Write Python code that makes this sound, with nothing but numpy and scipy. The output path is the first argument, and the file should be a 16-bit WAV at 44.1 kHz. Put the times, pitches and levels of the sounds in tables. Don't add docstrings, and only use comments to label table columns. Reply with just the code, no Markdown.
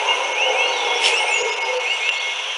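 import sys
import numpy as np
from scipy import signal
from scipy.fft import rfft, irfft
from scipy.io import wavfile
from scipy.ndimage import uniform_filter1d

SR = 44100
rng = np.random.default_rng(int(sys.argv[2]) if len(sys.argv) > 2 else 0)


def dump(signal):
    limited = np.clip(np.atleast_2d(signal).T, -1, 1)
    pcm = np.round(limited * 32767).astype(np.int16)
    wavfile.write(sys.argv[1], SR, pcm)


def undo_db(level):
    steps = np.asarray(level, float) / 20
    return 10 ** steps


N = 113337
TIME = np.arange(N) / SR

# [t/s, effort level/dB, upper throat resonance f/Hz]
ROAR = [(0, -21.5, 813), (0.151, -23, 960), (.36, -25.5, 858), (0.498, -22.5, 843), (.8, -24, 922),
        (1.05, -25.5, 872), (1.25, -26, 817), (1.48, -28, 924), (1.702, -28.5, 876), (1.9, -31.5, 884),
        (2.57, -37, 932)]
GROWL_HZ = [61.8, 82.04, 100.8]
# [f/Hz, width/Hz, level/dB]
THROAT_SAC = [(438.5, 46.6, -7), (504, 71, 1.5), (670, 90, -5.5), (1424, 177, -8)]
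# [t/s, level/dB, low ring f/Hz]
LOW_RING = [(0, -2.5, 499.5), (.3, -1.5, 500), (.5, -1.5, 503.4), (.8, -1, 491.5), (1.2, -0.5, 468),
            (1.4, 0.5, 478), (1.6, -1.5, 481), (2.0, -2, 486), (2.57, -1, 506)]
# [t/s, length/s, from f/Hz, to f/Hz, level/dB]
HOOTS = [(0, .11, 860, 910, -27.5), (.12, .13, 980, 1000, -31), (.15, .09, 520, 535, -31),
         (.27, .1, 930, 960, -34), (.35, .07, 840, 830, -30), (.43, .17, 512, 495, -25),
         (.475, .06, 815, 812, -26), (.52, .12, 770, 800, -30), (.62, .13, 495, 478, -29),
         (.69, .08, 930, 960, -30), (.8, .085, 830, 815, -28), (.86, .06, 900, 960, -31),
         (.82, .13, 480, 490, -30), (.89, .12, 760, 730, -32), (.97, .06, 935, 930, -33),
         (1.0, .05, 450, 450, -31), (1.06, .15, 490, 455, -30), (1.08, .08, 870, 860, -30),
         (1.18, .13, 860, 830, -30), (1.2, .11, 720, 715, -32), (1.385, .11, 495, 478, -22),
         (1.46, .09, 960, 940, -31), (1.6, .13, 930, 870, -27.5), (1.72, .09, 900, 890, -33),
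         (1.67, .165, 510, 495, -25)]
# [t/s, length/s, from f/Hz, to f/Hz, level/dB]
MOAN = [
    (.08, .27, 297.6, 311.3, -49.5),
    (.36, 1.06, 313, 273.8, -51.5),
]
# [t/s, length/s, level/dB]
FROG_NOTES = [(0, .022, -23), (.075, .095, -27.5), (.19, .2, -33), (.42, .115, -30), (.555, .155, -30),
              (.725, .12, -31), (.85, .135, -28.5), (1.0, .05, -28), (1.08, .07, -30), (1.195, .055, -28),
              (1.26, .155, -29), (1.432, .11, -30), (1.585, .072, -27.5), (1.68, .045, -26.5),
              (1.795, .085, -30), (1.905, .065, -28), (1.995, .105, -28), (2.135, .21, -29),
              (2.385, .035, -32), (2.49, .045, -35)]
# [t/s, level/dB]
AIR_LEVEL = [(0, -24), (.5, -27), (1.15, -23.5), (1.65, -27), (2.001, -26.5), (2.57, -27.5)]
# [f/Hz, level/dB]
AIR_COLOUR = [(200, -78), (370, -27), (700, -7.5), (1900, -11.5), (2750, -1), (4730, -23.5), (7500, -29.5),
              (10400, -30.5), (11000, -58)]
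# [f/Hz, width/Hz, level/dB, throb rate/Hz]
INSECTS = [
    (2750, 450, -33, 33),
    (5900, 800, -40, 22),
    (10860, 120, -66, 5),
]
# [t/s, top f/Hz, level/dB]
CHIPS = [(.05, 6500, -38), (.14, 6800, -40), (0.224, 6400, -36.5), (.312, 6390, -33.5), (.396, 6300, -32.5),
         (0.487, 6300, -32.5), (0.573, 6200, -33), (0.668, 6350, -33), (0.755, 5980, -35)]
# [t/s, top f/Hz, level/dB]
LATE_CHIPS = [(.846, 5800, -36.5), (0.947, 5800, -31.5), (1.03, 5500, -27), (1.163, 5750, -29),
              (1.279, 5800, -33)]
# [t/s, length/s, from f/Hz, to f/Hz, level/dB]
RISERS = [
    (.352, 0.14, 2242, 3050, -18),
    (1.1, 0.12, 2322, 2990, -21),
    (1.84, 0.11, 2294, 2953, -21),
]
# [t/s, length/s, from f/Hz, to f/Hz, level/dB]
LEVELLERS = [
    (.525, .175, 2260, 2850, -20),
    (1.255, .155, 2290, 2820, -21),
    (1.995, .165, 2270, 2800, -21),
    (0.069, 0.075, 2825, 2810, -18.5),
]
# [t/s, length/s, from f/Hz, to f/Hz, level/dB]
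BUZZES = [(1.115, .075, 6400, 8800, -37), (1.17, .16, 8800, 8750, -41), (.12, .07, 9600, 8300, -51),
          (.13, .15, 9550, 9450, -55), (.525, .06, 8550, 7700, -50), (.55, .12, 8450, 8350, -54),
          (.782, .014, 8200, 6500, -44), (1.375, .07, 4500, 6000, -39), (1.925, .075, 8500, 8100, -47),
          (.27, .012, 9500, 7300, -48), (1.93, .64, 3400, 3350, -32)]
# [t/s, length/s, from f/Hz, to f/Hz, level/dB]
WHISTLES = [(.59, 0.073, 3150, 3310, -28.5), (.61, 0.19, 4000, 4550, -40), (.725, 0.057, 4000, 3800, -32),
            (.76, 0.18, 3700, 3350, -28.5), (.88, 0.12, 3250, 3400, -30), (1.308, 0.115, 7400, 6600, -27.5),
            (1.8, 0.2, 7400, 7330, -47), (2.0, 0.25, 7200, 7100, -46), (2.45, 0.12, 3350, 3150, -31),
            (2.3, .08, 3400, 3520, -37), (1.49, 0.04, 3550, 3600, -36), (1.53, 0.04, 3900, 4050, -43),
            (2.0, .07, 3650, 3700, -41)]
# [f/Hz, level/dB]
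RASP_COLOUR = [(900, -48), (1500, -19.5), (2780, -4), (4050, -13), (5330, -14.5), (7000, -17), (10400, -19),
               (11200, -46)]
# [t/s, f/Hz]
RASP_BEAK = [
    (1.0, 2300),
    (1.04, 2760),
    (1.058, 3110),
    (1.08, 2660),
    (1.12, 2400),
]
# [t/s, level/dB]
RASP_JOLTS = [(1.031, -12), (1.0395, -8), (1.0455, -7), (1.0603, -1.5), (1.0685, -9), (1.0745, -7),
              (1.0795, -9), (1.084, -8), (1.1, -9)]
# [t/s, length/s, from f/Hz, to f/Hz, level/dB]
FAR_CHIRPS = [(1.485, .07, 4900, 5350, -37), (1.62, .055, 4850, 5150, -36), (1.735, .075, 4100, 4650, -41),
              (1.865, .1, 4100, 4750, -42), (2.02, .06, 3900, 4500, -42), (2.155, .075, 4100, 4550, -38.5)]
TREBLE_DIPS = [.34, 1.434, 1.512, 1.554, 1.598, 1.64, 1.789, 2.108, 2.193]


def evened(x):
    return x / np.sqrt(np.mean(x ** 2) + 1e-20)


def add(mix, s, sound):
    part = mix[max(round(s * SR), 0):][:len(sound)]
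    part += sound[:len(part)]


def slow(hz):
    spectrum = rfft(rng.standard_normal(N))
    return evened(irfft(spectrum / (1 + (np.fft.rfftfreq(N, 1 / SR) / hz) ** 4), N))


def resonate(x, hz, width):
    turn = np.exp(2j * np.pi * np.cumsum(hz * np.ones(len(x))) / SR)
    r = np.exp(-np.pi * width / SR)
    return 2 * (turn * signal.lfilter([1 - r], [1, -r], x / turn)).real


def resonate_twice(x, hz, width):
    return resonate(resonate(x, hz, width), hz, width)


def coloured(x, points):
    f, db = np.transpose(points)
    log_hz = np.log(np.fft.rfftfreq(N, 1 / SR) + 1)
    return evened(irfft(rfft(x) * undo_db(np.interp(log_hz, np.log(f), db)), N))


def trees(x, t60, wet_db):
    t = np.arange(SR // 2) / SR
    tail = rng.standard_normal(len(t)) * undo_db(-60 * t / t60) * np.minimum(t / 0.011, 1)
    return x + undo_db(wet_db) * signal.fftconvolve(x, tail / np.linalg.norm(tail))[:N]


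def whistles(rows, bend, swell, flutter_db, blur_hz, blur_rate_hz):
    out, flutter, blur = np.zeros(N), slow(48), slow(blur_rate_hz)
    for start, length, from_hz, to_hz, db in rows:
        at = round(start * SR)
        u = (np.arange(0, length, 1 / SR) / length)[:N - at]
        now = slice(at, at + len(u))
        hz = to_hz + (from_hz - to_hz) * (1 - u) ** bend + blur_hz * blur[now]
        shape = np.sin(np.pi * u ** swell) ** 0.53 * undo_db(db + 1.5 + flutter_db * flutter[now])
        add(out, start, shape * np.sin(2 * np.pi * np.cumsum(hz) / SR))
    return out


def howlers():
    drive = 0.51 * rng.standard_normal(N)
    for hz in GROWL_HZ:
        turns = np.cumsum(hz * (1 + .25 * slow(40))) / SR
        drive = drive + .5 * evened(np.exp(-(turns % 1) / 0.076) * rng.standard_normal(N))

    def ring(hz, width):
        return resonate_twice(drive, hz, width) * np.sqrt(100 / width)

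    s, effort_db, upper_hz = np.transpose(ROAR)
    low_s, low_db, low_hz = np.transpose(LOW_RING)
    shift = np.interp(TIME, low_s, low_hz) / 500
    lower = sum(undo_db(g) * ring(hz * shift * (1 + 0.026 * slow(4.5)), w) for hz, w, g in THROAT_SAC)
    glide_hz = np.interp(TIME, s, upper_hz)
    upper = sum(undo_db(g) * ring(share * glide_hz, 150) for share, g in [(1.023, -1.1), (0.888, -1.46)])
    throat = undo_db(np.interp(TIME, low_s, low_db)) * lower + undo_db(0.5) * upper
    roar = undo_db(-1.5 + np.interp(TIME, s, effort_db)) * evened(trees(throat, t60=.3, wet_db=-4))
    hoots = whistles(HOOTS, 1.1, .9, 2.5, 10, 30)
    moan = whistles(MOAN, 1.4, 1.13, 2.2, 9.3, 15)
    return roar + trees(hoots + moan, 0.19, -6)


def frog():
    gate = np.zeros(N)
    for s, length, db in FROG_NOTES:
        gate += undo_db(db) * np.clip(np.minimum(TIME - s + 0.012, s + length - TIME) / 0.018, 0, 1)
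    flutter = undo_db(2.4 * slow(45))
    pitch_hz = 2175 + 12 * slow(19.7)
    tone = np.sqrt(2) * np.sin(2 * np.pi * np.cumsum(pitch_hz) / SR)
    return trees(gate * flutter * tone, 0.3, -13)


def air():
    s, db = np.transpose(AIR_LEVEL)
    return undo_db(-2 + np.interp(TIME, s, db)) * coloured(rng.standard_normal(N), AIR_COLOUR)


def insects():
    out = np.zeros(N)
    for hz, width, db, rate in INSECTS:
        band = evened(resonate_twice(rng.standard_normal(N), hz, width))
        level = undo_db(db + 0.34 * slow(22))
        throb = 1 + .25 * np.sin(2 * np.pi * np.cumsum(rate * (1 + 0.205 * slow(3.1))) / SR)
        out = out + level * band * throb
    return out


def chip_trill():
    length, from_hz = 0.037, 5100
    chips = [(s, length, from_hz, hz, db) for s, hz, db in CHIPS]
    late = [(s, length, from_hz, hz, db) for s, hz, db in LATE_CHIPS]
    trill = whistles(chips, 2.2, 1.1, 2.5, 60, 200) + whistles(late, 1.9, .45, 2.5, 50, 200)
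    return trees(trill, .25, -2.5)


def paired_whistles():
    risers = whistles(RISERS, 1.4, 1.3, 1.8, 14, 103)
    levellers = whistles(LEVELLERS, 1.9, 1.2, 1.8, 14, 103)
    return trees(risers + levellers, 0.45, -5.5)


def buzzes():
    return trees(whistles(BUZZES, 1.3, .8, 2.5, 200, 500), .4, -1.5)


def other_whistles():
    return trees(whistles(WHISTLES, 2.1, 0.74, 1.9, 53, 270), 1.0, -1.7)


def rasp():
    turns = np.cumsum(190 * (1 + 0.32 * slow(65))) / SR
    burr = coloured((.65 + 1.1 * np.exp(-(turns % 1) / .3)) * rng.standard_normal(N), RASP_COLOUR)
    beak_hz = np.interp(TIME, *np.transpose(RASP_BEAK))
    burr = evened(burr + 0.94 * resonate(burr, beak_hz, 670))
    lag = TIME - 1.06
    span = np.where(lag < 0, 0.036, 0.05)
    out = undo_db(-17.5) * burr * np.exp(-(abs(lag) / span) ** 1.4)
    t = np.arange(1500) / SR
    for s, db in RASP_JOLTS:
        decay = undo_db(db - 60 * t / 0.012) * np.minimum(t / 0.00043, 1)
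        add(out, s, decay * np.sin(2 * np.pi * beak_hz[round(s * SR)] * t))
    return out


def far_chirps():
    return trees(whistles(FAR_CHIRPS, 3.1, 0.48, 1.5, 68, 195), 0.67, 0.23)


def beak_snap():
    out, t = np.zeros(N), np.arange(1500) / SR
    decay = undo_db(-3.5 - 60 * t / .022) * np.minimum(t / 0.00024, 1)
    noise = coloured(rng.standard_normal(N), RASP_COLOUR[4:])[:len(t)]
    add(out, 2.0912, decay * (np.sin(2 * np.pi * 2800 * t) + 0.064 * noise))
    return out


def scene():
    animals = howlers() + frog()
    rasping, snap = rasp(), beak_snap()
    birds = paired_whistles() + far_chirps() + other_whistles() + chip_trill() + buzzes()
    birds = birds + trees(rasping, .35, -11) + snap
    return (animals + birds + air() + insects())[None]


def top_cut(x):
    return signal.sosfilt(signal.butter(12, 11200, fs=SR, output="sos"), x)


def record(dry):
    x = signal.sosfilt(signal.butter(6, 300, "high", fs=SR, output="sos"), dry[0])
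    low_noise = [(60, -13), (150, -3.0), (300, 8), (600, -37)]  # f/Hz, level/dB
    x = x + undo_db(-66) * coloured(rng.standard_normal(N), low_noise)
    hz, t, z = signal.stft(x, SR, nperseg=256, noverlap=192)
    dip_db = sum(-13 * np.exp(-((t - s) / .0075) ** 4) for s in TREBLE_DIPS)
    local = uniform_filter1d(uniform_filter1d(abs(z), 5, 0), 9, 1)
    faint = local < 1.7 * np.median(abs(z), 1)[:, None]
    z = z * undo_db(dip_db * faint * (hz[:, None] > 3000))
    x = signal.istft(z, SR, nperseg=256, noverlap=192)[1][:N]
    x = x / (1 + (abs(x) / 1.3) ** 6) ** (1 / 6)
    tick = undo_db(-39) * np.exp(-((TIME - 1.425) / 0.00075) ** 2)
    return top_cut((x + tick)[None])


dry = scene()
out = record(dry)
dump(out)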